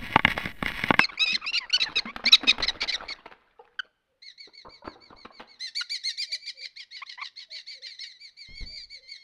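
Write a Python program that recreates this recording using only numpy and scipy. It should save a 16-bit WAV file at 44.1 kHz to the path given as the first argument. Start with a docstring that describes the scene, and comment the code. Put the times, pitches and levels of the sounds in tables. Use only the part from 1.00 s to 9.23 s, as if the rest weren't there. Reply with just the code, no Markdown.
"""Two kestrels fight at a wooden nest box, close to the microphone, with harsh, broken screams.
Each voice is a strained syrinx tone that roughens and doubles its period, coloured by the throat.
Feathers rustle; wings and claws ring the boards. The birds tumble below the box and scold in long
'kee-kee-kee' series, one perched near, its rival farther off, then the perched one flies away.
Box and trunk answer quickly, the trees give a short echo, and a cuckoo calls far off in still air."""
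import sys
import numpy as np
from scipy import signal
from scipy.fft import rfft, irfft, next_fast_len
from scipy.io import wavfile
from scipy.ndimage import uniform_filter1d, map_coordinates

SR = 44100
rng = np.random.default_rng(int(sys.argv[2]) if len(sys.argv) > 2 else 0)


def persist_wave(psi):
    """Save psi, clipped to +-1, as 16-bit WAV."""
    counts = np.round(np.clip(psi, -1, 1) * 32767).astype(np.int16)
    wavfile.write(sys.argv[1], SR, np.atleast_2d(counts).T)


N = 362943


def amp(db):
    return 10 ** (np.asarray(db) / 20)


def unit(x):
    """x scaled to rms 1."""
    return x / np.sqrt(np.mean(np.abs(x) ** 2) + 1e-20)


def along(points, hz):
    """A curve of (f/Hz, value) points, read on a log frequency axis."""
    freqs, values = np.transpose(points)
    return np.interp(np.log(hz + 1), np.log(freqs + 1), values)


def at(rows, s):
    """The columns of a control curve at time s."""
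    times, *columns = np.transpose(rows)
    return [np.interp(s, times, column) for column in columns]


def wobble(rate, n):
    """A smooth random curve of n samples, rate knots a second."""
    knots = rng.standard_normal(int(n * rate / SR) + 4)
    return map_coordinates(knots, [np.arange(n) * rate / SR], mode="mirror")


def filtered(x, response):
    """x through a frequency response."""
    size = next_fast_len(len(x) + 8192)
    return irfft(rfft(x, size) * response(np.fft.rfftfreq(size, 1 / SR)), size)[:len(x)]


def noise(spectrum, n=N):
    """Coloured noise of rms 1."""
    return unit(filtered(rng.standard_normal(n), lambda hz: amp(along(spectrum, hz))))


def patchy(spectrum, patchy_db):
    """Noise of rms 1 whose colour shifts from moment to moment, as different feathers touch."""
    frames = signal.stft(noise(spectrum), nperseg=512)[2]
    patches = uniform_filter1d(rng.standard_normal(frames.shape), size=4, axis=0)
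    patches = unit(uniform_filter1d(patches, size=4, axis=1))
    return unit(signal.istft(frames * amp(patchy_db * patches), nperseg=512)[1][:N])


def add(track, s, sound):
    """Mix a sound into the track at time s."""
    start = round(s * SR)
    part = sound[max(-start, 0):max(N - start, 0)]
    track[max(start, 0):][:len(part)] += part


def progress(length):
    """Runs from 0 to 1 over a note."""
    return np.linspace(0, 1, max(round(length * SR), 64))


def swell(u, rise, fall):
    """Soft-edged envelope of rms 1; rise and fall are shares of the note."""
    attack = np.sin(np.pi / 2 * np.clip(u / rise, 0, 1))
    release = np.sin(np.pi / 2 * np.clip((1 - u) / fall, 0, 1))
    return unit(attack * release)


def partials(pitch, multiples, rough, jitter=.028, chaos_rate=750):
    """Syrinx partials, one per row; roughness shakes the pitch and blurs each into a chaotic band."""
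    n, rough = len(pitch), np.clip(rough, 0, 1)
    phase = 2 * np.pi * np.cumsum(pitch * (1 + jitter * rough * wobble(250, n))) / SR
    chaos = np.array([wobble(chaos_rate, n) + 1j * wobble(chaos_rate, n) for _ in multiples])
    blur = np.clip(rough * (multiples[:, None] / 3) ** (1 / 3), 0, 1)
    swing = np.sqrt(1 - blur ** 2) + blur * chaos * np.sqrt(.5)
    swing = unit(swing / np.sqrt(np.abs(swing)))  # the membranes limit their own swing
    return np.sqrt(2) * np.real(swing * np.exp(1j * multiples[:, None] * phase))


def overtone_db(pitch, even_hz, db_per_octave):
    """Overtones match the fundamental at even_hz; lower, they grow into the throat's resonance."""
    return np.clip(db_per_octave * np.log2(pitch / even_hz), -12, 12)


def sidebands(pitch, depth):
    """The other side of the syrinx beats unevenly against the tone."""
    beat_hz = pitch / 5 * amp(2 * wobble(70, len(pitch)))
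    return 1 + depth * np.sin(2 * np.pi * np.cumsum(beat_hz) / SR)


# Resonance of a kestrel's throat: f/Hz, gain/dB
THROAT_RESPONSE = [(1100, -31), (2000, -1.5), (3000, -2.5), (4000, 7.5), (4600, 3.5), (5300, -1),
                   (6900, -19), (8000, -23), (11000, -36.5), (13000, -56)]
def voice(pitch, over_db, half_db, rough, rasp_db, tilt_db):
    """A fundamental plus throat-shaped overtones, period doubling and rasp; tilt is dB an octave."""
    def through_throat(multiples):
        column = multiples[:, None]
        gain = amp(along(THROAT_RESPONSE, column * pitch) + tilt_db * np.log2(column))
        return unit(np.sum(gain * partials(pitch, multiples, rough), axis=0))
    harmonics = np.arange(1, 7)
    fundamental = partials(pitch, harmonics[:1], .85 * rough)[0]
    rasp = noise(THROAT_RESPONSE, len(pitch))
    upper = amp(over_db) * through_throat(harmonics[1:]) + amp(half_db) * through_throat(harmonics - .5)
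    return fundamental + upper + amp(rasp_db) * rough * np.sqrt(1 + np.mean(upper ** 2)) * rasp


# Screams at the box, close to the microphone:
# t/s, length/s, f/Hz, glide/share of f, broken tail/s, level/dB, roughness/0-1, period doubling/dB
FIGHT_SCREAMS = [(-.01, 0.073, 2594, -0.065, 0.025, -24.5, 0.23, -16.5),
                 (0.194, 0.063, 2528, 0.089, 0.0041, -22.5, 0.1, 3),
                 (0.257, 0.079, 2530, 0.018, 0, -27, 0.25, -3),
                 (0.315, 0.031, 2596, 0.055, 0.0037, -31, 0.82, -6),
                 (0.342, .026, 2088, -0.0024, 0.01283, -24, 0.26, -7),
                 (.461, 0.052, 2638, 0.13, 0.0029, -30, 0.12, -6.5),
                 (.53, 0.066, 2822, -0.034, 0.024, -25, 0.33, -1.5),
                 (0.727, 0.046, 2920, 0.05, 0.01, -20.5, 0.19, 1),
                 (0.798, 0.056, 2570, -0.16, 0.028, -24, 0.33, 3),
                 (.955, 0.047, 2533, -0.047, 0.016, -23, 0.16, 2),
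                 (1.258, 0.036, 2256, .18, 0, -20, 0.26, -14),
                 (1.322, 0.04, 2522, -0.0685, 0.013, -12, 0.42, 12),
                 (1.47, .05, 2486, -0.044, .014, -17.5, 0.4, 1),
                 (1.622, 0.032, 2080, 0.17, 0, -25, 0.54, -7.5),
                 (1.679, 0.027, 1998, -0.07, 0.0016, -23.5, 0.42, -4),
                 (1.804, 0.0481, 2313, 0.06, 0.0051, -28, 0.8, -5),
                 (1.875, 0.044, 2110, 0.048, 0, -28.5, 0.58, -1),
                 (1.923, 0.041, 2310, -0.067, 0.026, -27.5, 0.39, -14),
                 (2.082, 0.056, 2230, -0.072, 0.013, -34.5, 0.37, -15.5)]
def screams(break_s=.0067, break_drop=.18, bow=.019, waver=.02, sag_db=6, crest=.44):
    """A ragged tone clears, doubles its period under pressure, then breaks lower and brighter."""
    out = np.zeros(N)
    for s, length, hz, glide, tail, db, rough, half_db in FIGHT_SCREAMS:
        u = progress(length)
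        edge = (2 * u - 1) ** 2  # 1 at both ends, 0 midway
        broken = np.clip((tail - length * (1 - u)) / break_s, 0, 1)
        ragged = np.clip(rough * (1 + edge) + .3 * edge ** 2 + .15 * broken, 0, 1)
        arch = bow * (np.mean(edge) - edge) * (1 + rng.standard_normal())
        pitch = hz * (1 + glide * (u - .5) + arch) * (1 - break_drop * broken)
        pitch *= 1 + waver * (.8 * wobble(70, len(u)) + 2 * ragged * wobble(190, len(u)))
        over_db = overtone_db(pitch, even_hz=2272, db_per_octave=-38.5)
        doubling_db = half_db - 22 * edge ** 2 - 5 * broken
        cry = voice(pitch, over_db, doubling_db, ragged, rasp_db=-11.5, tilt_db=-4.5)
        cry *= sidebands(pitch, .53 * rough)
        cry = unit(cry / np.sqrt(1 + amp(over_db) ** 2 + amp(half_db) ** 2))
        flutter_db = (1 + 2 * ragged) * wobble(220, len(u))
        pressure = unit(swell(u, rise=.11, fall=.22) * amp(flutter_db - sag_db * np.abs(u - crest)))
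        add(out, s, amp(db) * pressure * cry)
    return out


# Feathers brushing close by: f/Hz, level/dB
FEATHER_SPECTRUM = [(40, -20.5), (280, -2.5), (1300, 0), (2500, -5), (4500, -17), (7000, -40), (13000, -44)]
# Air pushed against the microphone: f/Hz, level/dB
DRAUGHT_SPECTRUM = [(40, -4.5), (90, -17), (9000, -73)]
# Rustle of the struggle at the box: t/s, level/dB
RUSTLE_CURVE = [(0.0, -47), (0.601, -58), (1.001, -41), (1.058, -54.5), (1.47, -47.5), (2.032, -44.5),
                (2.13, -51.5), (2.341, -70), (2.897, -69.5)]
# Wing strokes that fan the microphone, the last two at take-off: t/s, level/dB
WING_STROKES = [(1.585, -35), (7.488, -40), (7.608, -35)]
def wings():
    """Feathers brush in short, separate scratches and fan the microphone."""
    rustle = amp(np.interp(np.arange(N) / SR, *np.transpose(RUSTLE_CURVE), right=-120))
    flaps = unit(amp(7 * np.tanh(wobble(55, N))))
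    grain = unit(amp(4.5 * wobble(400, N)))
    draught = amp(-11) * rustle
    u = progress(.2006)
    for s, db in WING_STROKES:
        add(draught, s, amp(db - 34.4 * u) * swell(u, rise=.025, fall=.25))
    scratches = rustle * flaps * grain * patchy(FEATHER_SPECTRUM, patchy_db=5.5)
    return scratches + draught * noise(DRAUGHT_SPECTRUM)


# Short chips close by: t/s, length/s, f/Hz, glide/share of f, level/dB
CHIP_NOTES = [(0.088, 0.019, 1134, -0.079, -38), (0.174, 0.013, 2300, 0.26, -34.5),
              (0.413, 0.028, 1290, 0.17, -41.5), (0.439, 0.0219, 1124, -0.21, -36.5),
              (0.599, 0.0624, 1008, -0.23, -41), (0.858, 0.031, 882, -0.15, -35),
              (.696, 0.014, 2366, 0.31, -35), (1.062, 0.0541, 1105, 0.17, -38.5),
              (2.79, 0.016, 1520, -0.109, -27), (4.809, .0153, 1441, -0.008, -30.5),
              (6.017, 0.021, 1105, 0.21, -36.5), (6.175, 0.038, 1030, 0.25, -41.5),
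              (6.213, 0.022, 1127, -0.16, -33.5)]
def chips(even_hz=1259.5, rough_per_s=27):
    """Abrupt low notes whose upper partials fall away quickly; the long ones get ragged."""
    out, harmonics = np.zeros(N), np.arange(1, 8)
    for s, length, hz, glide, db in CHIP_NOTES:
        u = progress(length)
        second_db = overtone_db(hz, even_hz, db_per_octave=-16)
        upper_db = second_db - 14 - 10 * (harmonics[2:] - 3) * hz / even_hz
        pitch = hz * (1 + glide * (u - .5))
        rough = min(rough_per_s * length, .5)
        chip = amp(np.r_[0, second_db, upper_db]) @ partials(pitch, harmonics, rough)
        add(out, s, amp(db) * swell(u, rise=.27, fall=.27) * unit(chip))
    return out


# Wings and claws on the box, beside the microphone, the last one just below it: t/s, level/dB, contact t60/s,
# board ring/dB
BOX_BLOWS = [(0.328, -43, 0.039, -35), (1.054, -35.5, 0.04, -29), (1.162, -12, 0.011, -39),
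             (1.239, -26, 0.04, -37.5), (1.262, -35, 0.069, -28), (1.433, -27, 0.057, -26.5),
             (1.474, -29, 0.054, -33), (1.523, -26.5, 0.034, -39.5), (1.582, -14.5, 0.015, -35.5),
             (1.6, -28, 0.082, -34.5), (1.825, -27, 0.046, -45)]
def blows(box_hz=247, box_t60=.11, claw_t60=.025):
    """A crunch of feathers rings the boards and pushes air; the shortest blows are claws and click."""
    force, claws, boards = np.zeros((3, N))
    t = np.arange(SR // 6) / SR
    for s, db, t60, boards_db in BOX_BLOWS:
        decay = amp(-60 * t / t60) + amp(-26 - 60 * t / (3 * t60))
        contact = (1 - np.exp(-t / .0015)) * decay * amp(3.5 * wobble(200, len(t)))
        add(force, s, amp(db) * contact)
        if t60 < claw_t60:
            add(claws, s, amp(db - 28.5) * contact)
        ring = amp(-60 * t / box_t60) * np.sin(2 * np.pi * box_hz * t + 1.3 * wobble(60, len(t)))
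        add(boards, s, amp(boards_db) * (1 - np.exp(-t / .0013)) * ring)
    crunch = patchy(FEATHER_SPECTRUM, patchy_db=1)
    clicks = claws * rng.standard_normal(N)
    return boards + clicks + force * (crunch + amp(-14.5) * noise(DRAUGHT_SPECTRUM))


# Feet and wing tips on nearby wood: t/s, f/Hz, level/dB, t60/s
LIGHT_KNOCKS = [(1.193, 865, -33.5, 0.027), (2.592, 817, -41.5, 0.085), (3.821, 956, -45.5, 0.069),
                (3.955, 803, -48, 0.073), (4.304, 1104, -44.5, 0.048)]
# Modes of that wood: multiple of f, level/dB
WOOD_MODES = [(.6, 4.5), (1, 5), (1.5, -8)]
def knocks():
    """Each knock rings a few damped, blurred modes of the wood it lands on."""
    out, t = np.zeros(N), np.arange(SR // 6) / SR
    for s, hz, db, t60 in LIGHT_KNOCKS:
        ring = sum(amp(mode_db) * np.sin(2 * np.pi * multiple * hz * t + wobble(10 / t60, len(t)))
                   for multiple, mode_db in WOOD_MODES)
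        add(out, s, amp(db - 60 * t / t60) * (1 - np.exp(-20 * t / t60)) * ring)
    return out


# Thin squeaks over the close cries: t/s, length/s, f/Hz, level/dB
HIGH_SQUEAKS = [(1.253, 0.0094, 5310, -31.5), (1.317, 0.015, 5480, -24.5), (1.666, 0.028, 5100, -36),
                (7.002, 0.029, 5260, -43.5)]
def squeaks(drop=.086):
    """The other side of the syrinx slips in with a high, falling whistle of its own."""
    out = np.zeros(N)
    for s, length, hz, db in HIGH_SQUEAKS:
        u = progress(length)
        whistle = partials(hz * (1 - drop * (u - .5)), np.ones(1), rough=.067)[0]
        add(out, s, amp(db) * swell(u, rise=.63, fall=.57) * whistle)
    return out


# Feathers heard from below the box: f/Hz, level/dB
MUFFLED_SPECTRUM = [(40, -5), (170, -9.5), (280, -1), (1250, -5), (1800, -22), (6000, -60)]
# Wing beats below the box: t/s, thump/dB, t60/s, quill crackle/dB
WING_BEATS = [(2.1, -19, 0.031, -42), (2.255, -38.5, 0.05, -33.5), (2.311, -48, 0.076, -38.5),
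              (3.473, -47, 0.099, -57), (3.647, -35.5, 0.15, -70.5), (3.844, -40, 0.13, -45.5),
              (3.873, -23, 0.035, -38), (4.102, -41, 0.26, -57.5), (4.248, -28.5, 0.051, -34),
              (4.395, -38.5, 0.12, -35)]
def tussle(attack_s=.005):
    """Wings beat unevenly: a muffled thump each time, and a crackle where the quills scrape."""
    force, scrape = np.zeros((2, N))
    t = np.arange(SR // 6) / SR
    for s, db, t60, quills_db in WING_BEATS:
        beat = (1 - np.exp(-t / attack_s)) * amp(-60 * t / t60)
        add(force, s, amp(db) * beat)
        add(scrape, s, amp(quills_db) * beat)
    thumps = force * unit(amp(5 * wobble(200, N))) * patchy(MUFFLED_SPECTRUM, patchy_db=5)
    crackle = scrape * unit(amp(5.4 * wobble(600, N))) * noise(FEATHER_SPECTRUM)
    return thumps + crackle


# A cuckoo far from the box: t/s, level/dB
CUCKOO_CALLS = [(2.81, -75), (5.28, -63.5), (6.48, -63.5), (7.68, -66.5)]
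# Its two notes: delay/s, length/s, f/Hz
CUCKOO_SYLLABLES = [(0, 0.12, 637.7), (0.259, 0.15, 525.6)]
def cuckoo():
    """Soft, nearly pure notes that sag a little, blurred by distance."""
    out = np.zeros(N)
    for delay, length, hz in CUCKOO_SYLLABLES:
        u = progress(length)
        pitch = hz * (1 - .04 * (u - .5) + .028 * wobble(80, len(u)))
        note = swell(u, rise=.33, fall=.58) * np.sin(2 * np.pi * np.cumsum(pitch) / SR)
        for s, db in CUCKOO_CALLS:
            add(out, s + delay, amp(db) * note)
    return out


# The rival's two series, farther from the microphone: start/s, end/s, first gap/s, gap change per call/s
RIVAL_SERIES = [(3.218, 5.63, .157, -.00014), (6.515, 8.16, .167, .0015)]
# Its effort: t/s, fundamental level/dB, top f/Hz
RIVAL_EFFORT = [(3.2, -55, 2239), (3.8, -63.5, 2335), (4.8, -65, 2250), (5.3, -54, 2376), (7, -54.5, 2359),
                (8.1, -54, 2287)]
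def rival(call_s=.114, leap=.17, leap_s=.011, slide=.21, slide_from=.28):
    """Even series of calls that leap up, then slide down and grow hoarse on the way."""
    out, u = np.zeros(N), progress(call_s)
    sliding = np.maximum(u - slide_from, 0) / (1 - slide_from)
    rough = .17 + .6 * sliding ** 1.5 + .6 * (1 - u) ** 12
    contour = 1 - leap * np.exp(-u * call_s / leap_s) - slide * sliding ** 1.25
    for s, end, gap, growth in RIVAL_SERIES:
        while s < end:
            db, top_hz = at(RIVAL_EFFORT, s)
            pitch = top_hz * (contour + .01 * wobble(12, len(u)) + .03 * rough * wobble(250, len(u)))
            tilt_db = np.interp(s, [4.5, 6.5], [-4, 2])  # later calls are brighter
            call = voice(pitch, over_db=7.5, half_db=-39, rough=rough, rasp_db=-7.5, tilt_db=tilt_db)
            flutter_db = 3.2 * wobble(150.7, len(u))
            add(out, s, amp(db + flutter_db) * swell(u, rise=.35, fall=.8) * call)
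            s, gap = s + gap, gap + growth
    return out


# The perched bird, near the microphone: t/s, length/s, top f/Hz
PERCHED_CALLS = [(4.592, 0.12, 2080), (4.748, 0.086, 2313), (4.894, 0.089, 2334), (5.033, 0.09496, 2148),
                 (5.173, 0.088, 2410), (5.316, 0.054, 2380), (5.46, 0.058, 2400), (5.61, 0.071, 2408),
                 (5.757, 0.093, 2360), (5.905, 0.12, 2200), (6.056, 0.11, 2204), (6.203, 0.1, 2186),
                 (6.356, 0.1, 2280), (6.498, 0.1296, 2210), (6.66, 0.1, 2283), (6.816, 0.1, 2130),
                 (6.984, 0.094, 2168)]
# Its effort: t/s, fundamental level/dB, overtones/dB over the fundamental, hoarseness (0 is clear)
PERCHED_EFFORT = [(4.59, -46.5, 8.5, 0.22), (4.75, -42, 12, 0.06), (5.3, -42, 12, 0.11),
                  (5.8, -49.5, 4, 0.9), (6.3, -56, 12, 1.19), (7, -52, 9.5, 0.7)]
# Arch of one 'kee': share of its length, share of the way from slack to top pitch
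KEE_ARCH = [(0, 0), (.17, 0.8), (.42, 1.04), (1, 0.38)]
def perched(slack_hz=1660, crack_s=.0062, crack_drop=.055):
    """Each arched call cracks: the pitch steps down, the period doubles. Hoarse calls crack early."""
    out = np.zeros(N)
    for s, length, top_hz in PERCHED_CALLS:
        u = progress(length)
        db, over_db, hoarse = at(PERCHED_EFFORT, s)
        crack_at = .56 - .15 * hoarse + .044 * rng.standard_normal()
        crack = np.clip((u - crack_at) * length / crack_s, 0, 1)
        rough = .08 + .13 * hoarse + crack * (.1 + .12 * hoarse) + .45 * (2 * u - 1) ** 4
        waver = (.007 + .012 * hoarse + .004 * crack) * wobble(170, len(u))
        flutter_db = (1.4 + hoarse + .7 * crack) * wobble(230, len(u))
        doubling_db = -13 - 5 * hoarse + (15 + 5 * hoarse) * crack + 3 * wobble(40, len(u))
        arch = uniform_filter1d(at(KEE_ARCH, u)[0], size=400, mode="nearest")
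        pitch = (slack_hz + (top_hz - slack_hz) * arch) * (1 - crack_drop * crack + waver)
        tilt_db = 8 - 11.7 * hoarse
        call = voice(pitch, over_db - 4 * crack, doubling_db, rough, rasp_db=-1.5, tilt_db=tilt_db)
        call *= sidebands(pitch, .181 * crack * hoarse)
        add(out, s, amp(db + flutter_db) * swell(u, rise=.64, fall=.998) * call)
    return out


# The rival's whines, farther off: start/s, end/s, f/Hz, fundamental level/dB, overtones/dB over it
RIVAL_WHINES = [(6.898, 7.187, 1996, -63, 8), (7.461, 7.66, 2081, -53, -3.5),
                (7.654, 7.857, 2260, -59, 15.5), (8.016, 8.283, 2064, -59.5, 3)]
def whines():
    """Thin, clear drawn-out notes that climb slowly and drop at the end."""
    out = np.zeros(N)
    for start, end, hz, db, over_db in RIVAL_WHINES:
        u = progress(end - start)
        pitch = hz * (1 + .09 * u - .17 * u ** 7 + .005 * wobble(40, len(u)))
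        doubling_db = -11 + 4 * wobble(15, len(u))
        whine = voice(pitch, over_db, doubling_db, rough=.18, rasp_db=-10, tilt_db=-5)
        add(out, start, amp(db) * swell(u, rise=.1, fall=.1) * whine)
    return out


def echo(x, decays):
    """Scattered reflections: a half-second noise tail, each band dying at its own t60."""
    hz, t, frames = signal.stft(rng.standard_normal(SR // 2), SR, nperseg=256)
    tail = signal.istft(frames * amp(-60 * t / along(decays, hz)[:, None]), SR, nperseg=256)[1]
    delayed = np.pad(x, (100, 0))
    return signal.fftconvolve(delayed, tail / np.linalg.norm(tail))[:N]


# Still air around the box: f/Hz, level/dB
AIR_SPECTRUM = [(30, -7.5), (3000, -22), (7000, -37)]
# Quick answer of box and trunk, next to the microphone: f/Hz, t60/s
BOX_DECAY = [(500, 0.19)]
# Faint echo from the surrounding trees: f/Hz, t60/s
TREE_DECAY = [(500, 0.94), (4000, 0.99), (10000, 0.018)]
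def scene():
    """Birds and scuffle as heard from the box, with their echoes, over still air."""
    fight = screams() + chips() + squeaks()
    near = perched()
    far = rival() + whines()
    scuffle = blows() + wings() + tussle() + knocks()
    air = amp(-79) * noise(AIR_SPECTRUM)
    early = echo(amp(-25) * fight + amp(-14) * (near + scuffle) + amp(-11) * far, BOX_DECAY)
    late = echo(amp(-30) * near + amp(-25) * far + amp(-40) * fight + amp(-18) * scuffle, TREE_DECAY)
    return (fight + near + far + scuffle + early + late + cuckoo() + air)[None]


def record(dry):
    """Mono output, with the loudest peaks softly limited and the top treble cut."""
    ceiling, top_hz = .75, 12900
    rounded = dry[0] / (1 + (dry[0] / ceiling) ** 6) ** (1 / 6)
    return filtered(rounded, lambda hz: hz < top_hz)[None]


dry = scene()
out = record(dry)
persist_wave(out)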